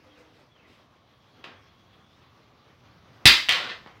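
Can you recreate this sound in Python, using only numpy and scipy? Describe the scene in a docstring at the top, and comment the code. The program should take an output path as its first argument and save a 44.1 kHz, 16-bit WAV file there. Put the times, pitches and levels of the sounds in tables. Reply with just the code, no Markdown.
"""A bare room with a tiled floor: a light wooden frame is set on its edge, tips over, slaps down flat,
bounces once and rattles to rest. Each blow is a filtered click with ringing bars and a low thud;
the rattle is runs of small random clacks. Sparse decaying taps make the room ring after every clack.
Shaped noise gives air and rumble; gliding noise bands, narrow for faint drones and bird whistles, broad for
airy rustles, sound from afar. A phone microphone limits the slap."""
import sys
import numpy as np
from scipy import signal
from scipy.io import wavfile
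from scipy.ndimage import uniform_filter1d

SR = 44100
rng = np.random.default_rng(int(sys.argv[2]) if len(sys.argv) > 2 else 0)


def magnitude_from_level(level_db):
    """Linear magnitude for a level in decibels (20 dB per decade)."""
    exponent = np.asarray(level_db, float) / 20
    return 10 ** exponent


def digitize_waveform(pressure):
    """Quantize a signal to 16-bit integers and store it at the path in sys.argv[1].

    Rows of a 2-D input are taken as channels; values are limited to [-1, 1].
    """
    field = np.atleast_2d(pressure).T
    bounded = np.clip(field, -1, 1)
    quanta = np.round(bounded * 32767).astype(np.int16)
    wavfile.write(sys.argv[1], SR, quanta)


N = 176400  # 4 s


def evened(x):
    """Scales a sound to an rms of 1."""
    return x / np.sqrt(np.mean(x ** 2) + 1e-20)


def read(points, hz):
    """Reads a spectral table at hz, interpolating along log frequency."""
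    f, value = np.transpose(points)
    return np.interp(np.log(hz + 1), np.log(f + 1), value)


def along(rows, t):
    """Reads a level curve at the times t."""
    s, value = np.transpose(rows)
    return np.interp(t, s, value)


def add(mix, s, sound):
    """Adds a sound into the mix from s seconds on, cut at the end of the mix."""
    part = mix[round(s * SR):][:len(sound)]
    part += sound[:len(part)]


def rings(modes, bright_db=0):
    """Struck modes as dying sines; a soft blow (negative dB per octave) favours the low ones."""
    t = np.arange(SR // 4) / SR
    out = np.zeros(len(t))
    for hz, db, t60 in modes:
        level_db = db + bright_db * np.log2(hz / 2000)
        out += magnitude_from_level(level_db - 60 * t / t60) * np.sin(2 * np.pi * hz * t)
    return out


def clack(bright_db, ring_db):
    """Wood on tile: a causal (minimum-phase) click of peak 1, with the bars ringing briefly after it."""
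    # colour of the click: (frequency [Hz], density [dB per Hz])
    colour = [(50, -88.5), (150, -30), (300, -25), (500, -18), (800, -15.5), (1200, -9), (1800, -4),
              (2800, -3.5), (3800, 0), (4800, -6), (6500, -20.5), (10000, -35), (16000, -34.5)]
    # modes of the wooden bars: (frequency [Hz], level [dB], t60 [s])
    bars = [(800, -18, 0.09), (1120, -21.5, 0.12), (1490, -11, 0.022), (2110, -10, 0.022),
            (2925, 0.5, 0.013), (3100, 0.5, 0.035), (3680, -13.5, 0.015), (4430, -11, .015)]
    ring_tilt = 0.4  # share of the brightness that reaches the bars
    hz = np.abs(np.fft.fftfreq(4096, 1 / SR))
    tilt_db = bright_db * np.log2((hz + 100) / 3000)
    log_gain = np.log(magnitude_from_level(np.maximum(read(colour, hz) + tilt_db, -90)))
    phase = -signal.hilbert(log_gain).imag
    click = np.fft.ifft(np.exp(log_gain + 1j * phase)).real[:2048]
    out = magnitude_from_level(ring_db) * rings(bars, ring_tilt * bright_db)
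    add(out, 0, click / np.abs(click).max())
    return out


def landing():
    """A bar lands over a short stretch, not at one point: a first touch and a brief rough roll."""
    contact_s, contact_share = 0.00093, 0.67
    t = np.arange(300) / SR
    roughness = rng.standard_normal(300) * (rng.random(300) < 0.15)  # sparse random touches
    return np.r_[1, contact_share * roughness * np.exp(-t / contact_s)]


def blows():
    """Corners and bars meeting the tiles: single clacks spread by the contact, each with its thud."""
    # (time [s], level [dB], brightness [dB per octave], ring under the clack [dB], thud under the clack [dB])
    hits = [(1.4423, -33, -6.5, -29, -38), (1.4426, -28, -9, -28, -32), (3.2554, -2, -0.8, -7, -7),
            (3.4873, -17, -0.5, -10.5, -40), (3.4922, -1, 0, -52, -43), (3.4962, -15.5, -3, -13.5, -49),
            (3.5007, -16, -1, -15, -35), (3.5106, -12, 0, -17, -47), (3.5237, -9, -1, -19.5, -40),
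            (3.531, -20.5, 3, -21, -44), (3.862, -35, -11.5, -37, -52), (3.874, -36, -12, -18, -50)]
    # modes of the frame and its air cushion: (frequency [Hz], level [dB], t60 [s])
    thud = [(63.3, -12.5, 0.21), (99.2, -3.5, 0.042), (135.5, -4, 0.043), (231, -1.5, 0.024),
            (308, -5, 0.022)]
    out = np.zeros(N)
    for s, db, bright_db, ring_db, thud_db in hits:
        spread_clack = signal.fftconvolve(clack(bright_db, ring_db), landing())
        add(out, s, magnitude_from_level(db) * spread_clack)
        add(out, s, magnitude_from_level(db + thud_db) * rings(thud))
    return out


def chatter():
    """Bars chattering on the tiles: runs of quick small clacks at random moments and sizes."""
    # (start [s], length [s], level at start [dB], level at end [dB], brightness [dB per octave])
    runs = [(1.35, 0.11, -63, -61.5, -11), (1.439, 0.015, -43.5, -44.5, -2.5), (1.455, .1, -47, -61.5, -12),
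            (2.855, 0.19, -69.5, -75, -14.5), (3.256, .024, -0.5, -5, 1.7),
            (3.493, 0.074, -29.5, -33.5, -3.5), (3.544, 0.18, -31, -37.5, -6)]
    taps_per_s, ring_db = 1500, -32.5
    spread_db, size_floor = 3.5, 0.06  # the floor limits the biggest taps
    out = np.zeros(N)
    for s, length, first_db, last_db, bright_db in runs:
        count = round(length * SR)
        chance, sign, size = rng.random((3, count))
        heights = np.sign(sign - 0.5) * magnitude_from_level(-spread_db * np.log(size + size_floor))
        taps = (chance < taps_per_s / SR) * heights
        taps = taps * magnitude_from_level(np.linspace(first_db, last_db, count))
        add(out, s, signal.fftconvolve(taps, clack(bright_db, ring_db)))
    return out


def room(x):
    """Sparse taps of random sign, each band dying at its own speed; three such tails cross-fade in turn."""
    # decay of the bare room: (frequency [Hz], t60 [s])
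    decay = [(100, 0.13), (200, 0.13), (400, .36), (1000, 0.42), (3000, 0.34), (7000, 0.34), (14000, 0.34)]
    level_db, low_cut_hz = 1.54, 153
    gap_s, turn_s = 0.000984, 0.06  # delay before the tail; time for a full round of turns
    x = signal.sosfilt(signal.butter(2, low_cut_hz, "high", fs=SR, output="sos"), x)
    at = np.arange(0, SR - 12, 12)  # one tap in every 12 samples
    turn = np.pi * np.arange(N) / SR / turn_s
    out = np.zeros(N)
    for k in range(3):
        taps = np.zeros(SR)
        taps[at + rng.integers(0, 12, len(at))] = rng.choice([-1., 1.], len(at))
        hz, t, z = signal.stft(taps, SR, nperseg=256)
        fade = magnitude_from_level(-60 * t / read(decay, hz)[:, None])
        tail = signal.istft(z * fade, SR, nperseg=256)[1]
        tail = np.r_[np.zeros(round(gap_s * SR)), tail / np.linalg.norm(tail)]
        # the room's colour keeps changing; the squared shares always add up to 1
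        share = np.sqrt(2 / 3) * np.cos(turn + k * np.pi / 3)
        out += signal.fftconvolve(x * share, tail)[:N]
    return magnitude_from_level(level_db) * out


def resonate(x, hz, width):
    """A resonance of gain 1, width in Hz, that follows the curve hz: shift to zero, smooth, shift back."""
    turn = np.exp(2j * np.pi * np.cumsum(hz * np.ones(len(x))) / SR)
    r = np.exp(-np.pi * width / SR)
    return 2 * (turn * signal.lfilter([1 - r], [1, -r], x / turn)).real


def noise_band(count, hz, width):
    """Noise through two equal resonances in a row, at an rms of 1: the wider, the airier."""
    noise = rng.standard_normal(count)
    return evened(resonate(resonate(noise, hz, width), hz, width))


def far_tones():
    """Far gliding noise bands: narrow for bird whistles and drones, broad and airy for rustles."""
    # all three: (start [s], length [s], first frequency [Hz], last frequency [Hz], level [dB], fuzz [Hz])
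    whistles = [(.065, .17, 3350, 1950, -71, 90), (.49, .18, 3400, 1900, -71, 90),
                (1.1, 1.0, 3300, 3350, -76, 200), (2.03, .15, 3400, 3750, -78, 120)]
    rustles = [(.17, 0.041, 5000, 4500, -71, 4000), (.33, 0.091, 3000, 2800, -72, 3000),
               (.66, 0.11, 2920, 2500, -68, 2500)]  # brief airy hisses
    drones = [(.0, .37, 300, 305, -66, 14), (.0, .34, 520, 455, -69, 18), (.38, .08, 600, 625, -71, 25),
              (.6, 2.7, 1110, 1170, -76, 160)]
    bend, fade_s = 1.3, 0.015  # glides hold first, move, then level out
    out = np.zeros(N)
    for s, length, first_hz, last_hz, db, fuzz in whistles + rustles + drones:
        t = np.arange(round(length * SR)) / SR
        glide = np.sin(np.pi / 2 * (t / length) ** bend) ** 2
        hz = first_hz + (last_hz - first_hz) * glide
        fade = np.clip(np.minimum(t, length - t) / fade_s, 0, 1)
        add(out, s, magnitude_from_level(db) * noise_band(len(t), hz, fuzz) * fade)
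    return out


def air():
    """Room air and far street: random spectra with drifting patches and a flickering level."""
    # colour of the hush: (frequency [Hz], density [dB per Hz])
    colour = [(15, -51.5), (30, -15), (55, -4.5), (100, -10.5), (160, -15), (212, -7.5), (344, -10.5),
              (545, -12), (887, -14), (1160, -14), (1560, -18.5), (3430, -20.5), (5880, -30), (7920, -46),
              (16000, -43.5)]
    # slow swell of the hush: (time [s], level [dB])
    swell = [(0, -59.5), (.2, -57.5), (.45, -60), (.52, -63.5), (.75, -59), (1.0, -62.5), (1.3, -60),
             (1.9, -59.5), (2.3, -59.5), (2.75, -59), (3.2, -56.5), (4, -56.5)]
    patch_db, flicker_db = 1.5, 0.72  # rms
    frames, hz = N // 256 + 5, np.fft.rfftfreq(1024, 1 / SR)
    a, b, patches = rng.standard_normal((3, len(hz), frames))
    patches = uniform_filter1d(patches, size=30, axis=0)  # across frequency
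    patches = evened(uniform_filter1d(patches, size=14, axis=1))  # across time
    flicker = evened(uniform_filter1d(rng.standard_normal(frames), size=6))
    z = (a + 1j * b) * magnitude_from_level(read(colour, hz)[:, None] + patch_db * patches + flicker_db * flicker)
    noise = signal.istft(z, nperseg=1024, noverlap=768)[1][:N]
    return evened(noise) * magnitude_from_level(along(swell, np.arange(N) / SR))


def rumble():
    """Lumpy low room rumble: noise in a broad band around 98 Hz."""
    # (time [s], level [dB])
    swell = [(0, -67), (1.3, -66.5), (1.8, -62), (2.2, -63), (2.6, -65), (2.95, -59), (3.2, -59.5),
             (4, -60)]
    return magnitude_from_level(along(swell, np.arange(N) / SR)) * noise_band(N, hz=98, width=100)


def scene():
    """The frame and the far tones ring in the room over the quiet background."""
    sources = blows() + chatter() + far_tones()
    return (sources + room(sources) + air() + rumble())[None]


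def roll_off(x):
    """The treble ends steeply here."""
    return signal.sosfilt(signal.butter(12, 16560, fs=SR, output="sos"), x)


def record(dry):
    """The microphone drops the deep bass, the input saturates on the slap and the top is band-limited."""
    low_cut_hz, edge_hz, ceiling = 55, 15900, 0.72
    thin = signal.sosfilt(signal.butter(3, low_cut_hz, "high", fs=SR, output="sos"), dry)
    held = ceiling * np.tanh(thin / ceiling)
    band_limit = signal.firwin(511, edge_hz, window=("kaiser", 9), fs=SR)
    mix = signal.oaconvolve(held, band_limit[None], "same")
    return roll_off(mix)


dry = scene()
out = record(dry)
digitize_waveform(out)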